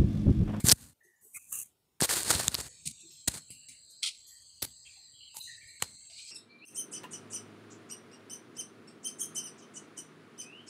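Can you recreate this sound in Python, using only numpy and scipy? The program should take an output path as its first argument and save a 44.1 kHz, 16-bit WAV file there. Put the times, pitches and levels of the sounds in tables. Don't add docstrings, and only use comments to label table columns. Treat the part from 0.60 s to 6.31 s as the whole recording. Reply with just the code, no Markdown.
import sys
import numpy as np
from scipy import signal
from scipy.fft import rfft, irfft
from scipy.io import wavfile

SR = 44100
rng = np.random.default_rng(int(sys.argv[2]) if len(sys.argv) > 2 else 0)


def output_pcm(signal):
    pcm = np.clip(np.atleast_2d(signal).T, -1, 1) * 32767
    wavfile.write(sys.argv[1], SR, np.round(pcm).astype(np.int16))


N = 251811


def amp(db):
    return 10 ** (np.asarray(db) / 20)


def rms_one(x):
    return x / np.sqrt(np.mean(x ** 2) + 1e-20)


def band(x, low_hz, high_hz, order=4):
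    sos = signal.butter(order, [low_hz, high_hz], "band", fs=SR, output="sos")
    return rms_one(signal.sosfilt(sos, x))


def coloured(x, spectrum):
    hz, db = np.transpose(spectrum)
    log_hz = np.log(np.maximum(np.fft.rfftfreq(N, 1 / SR), 1))
    gain = amp(np.interp(log_hz, np.log(hz), db))
    return rms_one(irfft(rfft(x) * gain, N))


def split(x, edges_hz, sharpness=42.0):
    hz = np.maximum(np.fft.rfftfreq(N, 1 / SR), 1)
    above = [np.ones(len(hz))]
    above += [1 / (1 + (edge / hz) ** sharpness) for edge in edges_hz]
    above += [np.zeros(len(hz))]
    spectrum = rfft(x)
    return np.array([rms_one(irfft(spectrum * (a - b), N)) for a, b in zip(above, above[1:])])


def shifted(x, shift_hz):
    phase = 2 * np.pi * np.cumsum(shift_hz) / SR
    return np.real(signal.hilbert(x) * np.exp(1j * phase))


def streaky(depth_db, hold_s, rarity=0., size=512, count=3):
    frames = signal.stft(rng.standard_normal(N), nperseg=size)[2]
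    r = np.exp(-size / 2 / SR / hold_s)
    wander = signal.lfilter([1], [1, -r], rng.standard_normal(frames.shape), axis=1)
    wander *= np.sqrt(1 - r * r)
    wander = wander[np.arange(len(frames)) // count]
    flicker_db = depth_db * np.tanh(2 * (wander - rarity))
    return rms_one(signal.istft(frames * amp(flicker_db), nperseg=size)[1][:N])


def gate(start_s, length_s, first_db, last_db, rise_s, fall_s):
    a = max(round(start_s * SR), 0)
    b = min(round((start_s + length_s + fall_s) * SR), N)
    t = np.arange(b - a) / SR
    edges = np.clip(np.minimum(t / rise_s, (length_s + fall_s - t) / fall_s), 0, 1)
    level_db = first_db + (last_db - first_db) * np.minimum(t / length_s, 1)
    return slice(a, b), edges * amp(level_db)


def curve_gains(rows):
    s, *columns = np.transpose(rows)
    return [amp(np.interp(np.arange(N) / SR, s, c, left=-150)) for c in columns]


def ring(clicks, hz, t60):
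    r, w = amp(-60 / (t60 * SR)), 2 * np.pi * hz / SR
    return signal.lfilter([0, np.sin(w)], [1, -2 * r * np.cos(w), r * r], clicks)


# f/Hz, relative density/dB
FLOOR_SPECTRUM = [(18, -32.5), (30, -0.5), (374, -5), (1590, -16.5), (1810, -21), (1960, -17.5),
                  (16000, -15)]
FLOOR_DB = -77


def floor():
    return amp(FLOOR_DB) * coloured(streaky(depth_db=5.0, hold_s=0.15), FLOOR_SPECTRUM)


# t/s, level/dB
SIMMER_LEVELS = [(2.0, -65.5), (2.42, -71), (2.73, -74.5), (4.67, -75.5), (5.23, -67.5), (5.71, -78.5)]


def simmer():
    burble = band(streaky(depth_db=8, hold_s=0.08, size=1024, count=1), 29, 125, order=2)
    return curve_gains(SIMMER_LEVELS)[0] * burble


# t/s, lower band level/dB, upper band level/dB, hiss around them level/dB
CHIRR_LEVELS = [(2.0, -81, -50.5, -55), (2.14, -66.5, -59, -65), (2.6, -63.5, -58.5, -65.5),
                (3.25, -61.5, -60, -76), (3.71, -63, -59.5, -68), (4.63, -59.5, -62, -73),
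                (4.99, -57, -58.5, -69.5), (5.49, -59, -56, -67), (5.71, -57.5, -56, -58.5)]
# lower edge f/Hz, end of the crest f/Hz, end of the shoulder f/Hz
LOWER_CHIRR, UPPER_CHIRR = (3952, 4400, 4780), (7400, 7850, 8450)
# lower edge f/Hz, upper edge f/Hz
MIDDLE_CHIRR = (6200, 6800)
# t/s, shift f/Hz
CHIRR_DRIFT_HZ = [(2.002, -90), (3.302, 40.5), (3.9, 120.5), (4.302, 1.5), (5, -60), (5.7, 80)]


def chirr(mid_db=-3, flank_db=-12, flank_hz=250, shoulder_db=-5.5):
    low, high, around = curve_gains(CHIRR_LEVELS)
    hiss = streaky(depth_db=5.0, hold_s=0.089)
    wavering = streaky(depth_db=8.5, hold_s=0.38)
    lines = streaky(depth_db=15, hold_s=.2, rarity=.9)
    middle = amp(mid_db) * band(wavering, *MIDDLE_CHIRR)
    out = around * (band(lines, 2090, 9000, order=3) + middle)
    out += amp(-31) * high * band(rng.standard_normal(N), 500, 13000, order=2)
    drift_hz = np.interp(np.arange(N) / SR, *np.transpose(CHIRR_DRIFT_HZ))
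    for gain, (low_hz, crest_hz, high_hz) in ((low, LOWER_CHIRR), (high, UPPER_CHIRR)):
        crest = band(hiss, low_hz, crest_hz, order=3)
        shoulder = amp(shoulder_db) * band(wavering, crest_hz, high_hz, order=4)
        flanks = amp(flank_db) * band(lines, low_hz - flank_hz, high_hz + flank_hz, order=5)
        out += gain * shifted(rms_one(crest + shoulder + flanks), drift_hz)
    return out


PATCH_WANDER, PATCH_WANDER_S = .016, .08


def patches(rows, hiss, rise_s):
    out = np.zeros(N)
    knots = np.arange(0, N / SR + 1, PATCH_WANDER_S)
    stray = rng.uniform(-0.96, 1, len(knots))
    wander = PATCH_WANDER * np.interp(np.arange(N) / SR, knots, stray)
    for start, length, hz, width_hz, db, change_db in rows:
        where, gain = gate(start, length, db, db + change_db, rise_s, fall_s=0.018)
        patch = band(hiss[where], hz - width_hz / 2, hz + width_hz / 2, order=3)
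        out[where] += gain * shifted(patch, hz * wander[where])
    return out


# start t/s, length t/s, centre f/Hz, width f/Hz, first level/dB
PUFF_ROWS = [(0.428, 0.24, 8830, 5890, -65.5), (0.915, 0.26, 2300, 1990, -58),
             (2.085, 1.3, 5650, 6476, -68.5), (2.397, 0.035, 7760, 5000, -41),
             (2.496, 0.27, 5100, 4450, -55.5), (2.51, 0.097, 12800, 2500, -56),
             (3.1, 0.21, 2586, 1115, -61), (3.294, 0.094, 8740, 4970, -51), (3.665, 0.19, 11000, 4270, -54),
             (3.662, 0.24, 6500, 1980, -55), (3.816, 0.032, 8800, 4020, -43.5),
             (4.247, 0.33, 3070, 1460, -54.5), (4.249, 0.25, 7520, 3000, -54.5),
             (4.811, 0.36, 7400, 2660, -47), (4.79, 0.15, 11500, 5300, -48.5),
             (5.065, 0.23, 10900, 3000, -66), (5.573, 0.46, 3240, 1890, -55),
             (5.585, 0.048, 13300, 1980, -64)]
PUFF_FADE_DB, PUFF_RISE_S = -36, 0.019


def puffs():
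    broken = streaky(depth_db=8, hold_s=.12, rarity=.1)
    return patches([(*row, PUFF_FADE_DB) for row in PUFF_ROWS], broken, PUFF_RISE_S)


# start t/s, length t/s, centre f/Hz, first level/dB, change of level/dB
STREAK_ROWS = [(0, 0.041, 2210, -48, -25), (0.758, 0.014, 1260, -66, 7), (4.684, 0.51, 2694, -65.5, -14.5),
               (0.401, 0.23, 1848, -67, -9.5), (0.44, 0.07, 375, -70.5, -7),
               (0.624, 0.047, 402, -63.5, -11), (0.554, 0.23, 7020, -78.5, 2.5),
               (0.74, 0.031, 2294, -51.5, 2), (0.77, 0.11, 2500, -67.5, -5.5), (0.916, 0.1, 2714, -58.5, 0),
               (0.916, 0.1, 1180, -51, -30), (0.918, 0.056, 1730, -67, -6), (2.082, 1, 2416, -72.5, -18),
               (1.998, 0.15, 495, -59.5, -22), (3.424, 0.069, 3260, -33.5, -11),
               (2.424, 0.1, 343, -62.5, -10.5), (2.884, 0.297, 2790, -64, -4.5),
               (3.429, 0.065, 1334, -55, -14.5), (3.704, .12, 1864, -70.5, -5.5),
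               (4.36, 0.092, 800, -68.5, -19), (4.517, 0.16, 3140, -67.5, 10),
               (4.593, 0.3, 2930, -59, -12.5), (4.738, 0.058, 917, -56, -8),
               (4.796, 0.16, 4010, -47.5, -5.5), (4.869, 0.31, 1894, -52.5, -16),
               (5.004, 0.28, 2260, -58, -11), (5.487, 0.067, 676, -72, -6.5)]
STREAK_WIDTH_HZ, STREAK_WIDTH_SHARE, STREAK_SPREAD_S = 31, 0.068, 0.037
STREAK_RISE_S = 0.014


def streaks():
    rows = []
    for start, length, hz, db, change_db in STREAK_ROWS:
        share = STREAK_WIDTH_SHARE * (1 + STREAK_SPREAD_S / length)
        rows.append((start, length, hz, STREAK_WIDTH_HZ + share * hz, db, change_db))
    return patches(rows, streaky(depth_db=3.0, hold_s=0.014), STREAK_RISE_S)


# t/s, peak level/dB, first f/Hz, last f/Hz, time constant of the drop t/s, t60 t/s
GLUG_ROWS = [(1.4211, -14.5, 1077, 146, 0.00056, 0.014), (1.751, -32.5, 160, 85, 0.0089, 0.096),
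             (2.255, -45.5, 282, 121.4, 0.011, 0.18)]


def glugs(rise_share=.7):
    out, t = np.zeros(N), np.arange(4000) / SR
    for s, db, first_hz, last_hz, drop_s, t60 in GLUG_ROWS:
        hz = last_hz + (first_hz - last_hz) * np.exp(-t / drop_s)
        swell = (1 - np.exp(-t / (rise_share * drop_s))) * amp(-60 * t / t60)
        wave = np.sin(2 * np.pi * np.cumsum(hz) / SR)
        start = round(s * SR)
        out[start:start + len(t)] -= amp(db) * swell / swell.max() * wave
    return out


# t/s, skin peak level/dB, ring f/Hz, thump gain relative to the skin peak level/dB
POP_ROWS = [(0.041, -28.5, 11200, 25.5), (0.0692, -9.5, 8300, -8), (0.086, 2.5, 8200, -22),
            (0.093, -1.5, 5700, -34), (0.0975, -3, 4730, -29), (0.106, -16, 5300, -35),
            (0.1159, 5, 5600, -39), (0.1208, -0.5, 4870, -36), (0.1251, 0, 8400, -8),
            (1.4057, -14, 8900, -37), (1.4055, -24, 1700, -27), (1.413, -6, 9500, -17),
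            (1.422, -11, 5400, -28), (1.4922, -19, 5800, -8), (1.492, -24, 2010, -18),
            (1.5102, -25, 1530, -15), (1.6322, -14.5, 8500, -41), (1.705, -4, 8500, -38),
            (1.7055, -17.5, 1380, -15), (1.712, -13.5, 4150, -17), (1.7497, -11.5, 9050, -2),
            (1.753, -17, 4160, -30), (1.799, -26, 686, -15), (1.8808, -7, 3780, -40),
            (1.881, -1, 7550, -18.5), (1.8803, -15.5, 13800, -38), (1.918, -31, 8500, -8),
            (1.944, -13.5, 12600, -15), (1.944, -15, 4400, -28), (1.9509, -11, 4860, -35),
            (1.982, -25.5, 8400, -27), (1.986, -36, 530, 10.5), (2.009, -32, 8100, -25),
            (2.265, -31, 7800, -20), (2.2755, -50, 8300, -12), (2.274, -57, 4250, -1.5),
            (2.68, -21, 7340, 8), (2.677, -16.5, 7100, -1), (2.902, -55, 410, 12.5),
            (4.0251, -18, 4660, -10.5), (4.0285, -31.5, 7950, -18), (4.0274, -13.5, 13000, -15),
            (4.027, -33, 457, -22), (4.746, -50, 1030, -23.5), (4.768, -48.5, 840, -20),
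            (4.7693, -23.5, 7700, -27), (4.7865, -31, 8850, -15), (5.224, -13, 7300, -21),
            (5.224, -25, 880, -22)]
POP_CYCLES, POP_LONGEST_S = 13, 0.0097
CRACK_DB, CRACK_TOP_HZ = -24, 8660
THUMP_HZ, THUMP_T60_S, THUMP_PUSH_S = 147, 0.011, 0.003


def pops():
    size = 4000
    out = np.zeros(N + size)
    cracks = rng.standard_normal((len(POP_ROWS), 40)) * signal.windows.hann(40) ** 2
    cracks = signal.lfilter(*signal.butter(2, CRACK_TOP_HZ, fs=SR), cracks)
    click = np.eye(1, size, 14)[0]
    push = signal.windows.hann(round(THUMP_PUSH_S * SR))
    thump = np.convolve(ring(click, THUMP_HZ, THUMP_T60_S), push / push.sum())[:size]
    for (s, db, hz, thump_db), crack in zip(POP_ROWS, cracks):
        t60 = min(POP_CYCLES / hz, POP_LONGEST_S)
        skin = np.convolve(ring(click, hz, t60), [.5, 1, .5], "same")
        skin = signal.lfilter(*signal.butter(1, hz / 2, "high", fs=SR), skin)
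        skin[:40] += amp(CRACK_DB) * crack
        sound = skin / np.max(np.abs(skin)) + amp(thump_db) * thump
        start = round(s * SR)
        out[start:start + size] += amp(db) * sound
    return out[:N]


# f/Hz, relative density/dB
SIZZLE_SPECTRUM = [(35, -23), (60, -1), (330, -10), (417, -10.5), (607, -14), (1200, -14.5), (1280, -16),
                   (1470, -13.5), (3300, -11), (4300, -4.5), (6100, -13.5), (8510, -9), (14900, -20.5)]
GUST_BAND_EDGES = [300, 2000, 6000, 10000]
# t/s, level/dB
GUST_ROWS = [((-6.5, -0.5, -9.5, -13.5), [(0, -46), (.036, -60), (.045, -39.5), (.08, -27), (.11, -27),
             (.115, -20.5), (.1245, -19), (.128, -39), (.14, -60.5), (.245, -57.5), (.332, -70.5)]),
             ((-31, -0.5, -29.5, -27), [(.61, -68.5), (.65, -58.5), (.73, -65.5), (.745, -49), (.775, -44),
             (.785, -60), (.875, -61), (.92, -49.5), (.926, -38), (1.032, -44), (1.038, -56.5),
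             (1.13, -83)]), ((-3.5, -3.5, -7, -20.5), [(1.4, -62.5), (1.406, -42.5), (1.43, -27.5),
             (1.455, -29.5), (1.462, -49.5), (1.489, -43), (1.495, -32), (1.51, -30), (1.55, -34),
             (1.58, -31.5), (1.6, -37), (1.645, -46.5)]), ((-2.5, -5.5, -6, -13.5), [(1.645, -42),
             (1.695, -34), (1.712, -24.5), (1.72, -34), (1.755, -34), (1.785, -40), (1.795, -30),
             (1.825, -40), (1.879, -40.5), (1.884, -53), (1.91, -52), (1.915, -47.5), (1.94, -49),
             (1.945, -32.5), (1.953, -39.5), (1.958, -49.5), (1.99, -43.5), (2.01, -38), (2.024, -54),
             (2.083, -51.5)]), ((-7.5, -13, -46, -14.5), [(2.254, -47), (2.263, -34.5), (2.269, -40),
             (2.276, -29.5), (2.281, -45), (2.317, -47)]), ((-5, -7.5, -9.5, -18), [(2.674, -39),
             (2.681, -19), (2.693, -46), (2.738, -48), (2.744, -40), (2.77, -48.5), (2.776, -41),
             (2.8, -59), (2.89, -93)]), ((-9, -7, -47, -14), [(2.903, -46.5), (3.03, -80)]),
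             ((-5, -13.5, -45, -22), [(3.085, -47.5), (3.18, -72)]), ((5, -16.5, -29.5, -36), [(3.424, -57),
             (3.432, -36), (3.5, -45), (3.504, -55.5), (3.66, -82)]), ((-1, 2.5, -8, -10.5), [(4.02, -42.5),
             (4.028, -33), (4.034, -47), (4.051, -40), (4.056, -57.5), (4.13, -77.5)]),
             ((-10.5, -0.5, -21.5, -46), [(4.742, -60), (4.7665, -49), (4.768, -41), (4.772, -51),
             (4.788, -44), (4.793, -53)]), ((-1.5, -6.5, -5.5, -18.5), [(5.2, -59), (5.22, -61),
             (5.224, -23.5), (5.228, -44), (5.237, -41), (5.241, -55), (5.36, -75)]),
             ((9, -20.5, -20.5, -27.5), [(5.498, -68), (5.572, -66), (5.58, -58), (5.672, -66),
             (5.684, -58), (5.72, -60)])]
FAINT_DB = -46
RUMBLE_FOLLOWS, AIR_FOLLOWS = 0.61, 1.06
GUST_EDGE_S = .002


def gusts(per_s=9000, spread_db=4.0, hiss_db=-2, clump_db=2.5, clump_s=.004):
    snap_db = spread_db * np.minimum(rng.exponential(1, N), 4)
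    snaps = (rng.random(N) < per_s / SR) * amp(snap_db) * rng.choice([-1, 1], N)
    even = rms_one(snaps) + amp(hiss_db) * streaky(depth_db=1.0, hold_s=0.034)
    knots = np.arange(0, N, clump_s * SR)
    clumps = np.interp(np.arange(N), knots, rng.standard_normal(len(knots)))
    even = even * amp(clump_db * clumps)
    thin = streaky(depth_db=9, hold_s=.25, rarity=.1)
    even = split(coloured(even, SIZZLE_SPECTRUM), GUST_BAND_EDGES)
    thin = split(coloured(thin, SIZZLE_SPECTRUM), GUST_BAND_EDGES)
    follows = np.array([[RUMBLE_FOLLOWS], [1], [1], [1], [AIR_FOLLOWS]])
    out = np.zeros(N)
    for (presence_db, air_db, body_db, rumble_db), points in GUST_ROWS:
        s, db = np.transpose(points)
        where, edges = gate(s[0], s[-1] - s[0], 0, 0, rise_s=GUST_EDGE_S / 2, fall_s=GUST_EDGE_S)
        level_db = np.interp(np.arange(where.start, where.stop) / SR, s, db)
        colour_db = np.array([[rumble_db], [body_db], [presence_db], [0], [air_db]])
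        still_faint = np.maximum.accumulate(level_db) < FAINT_DB
        grain = np.where(still_faint, thin[:, where], even[:, where])
        gains = amp(db.max() + colour_db + follows * (level_db - db.max()))
        out[where] += edges * np.sum(gains * grain, axis=0)
    return out


def scene():
    background = floor() + simmer() + chirr() + puffs() + streaks()
    return (background + glugs() + pops() + gusts())[None, :]


BASS_EDGE_HZ = 64
TOP_EDGE_HZ, TOP_END_HZ = 15900, 16700
OVERLOAD = .66


def record(dry):
    heard = signal.sosfilt(signal.butter(3, BASS_EDGE_HZ, "high", fs=SR, output="sos"), dry)
    heard = OVERLOAD * np.tanh(heard / OVERLOAD)
    heard = signal.sosfilt(signal.cheby2(12, 26, TOP_EDGE_HZ, fs=SR, output="sos"), heard)
    return signal.sosfilt(signal.cheby2(12, 70, TOP_END_HZ, fs=SR, output="sos"), heard)


dry = scene()
out = record(dry)
output_pcm(out)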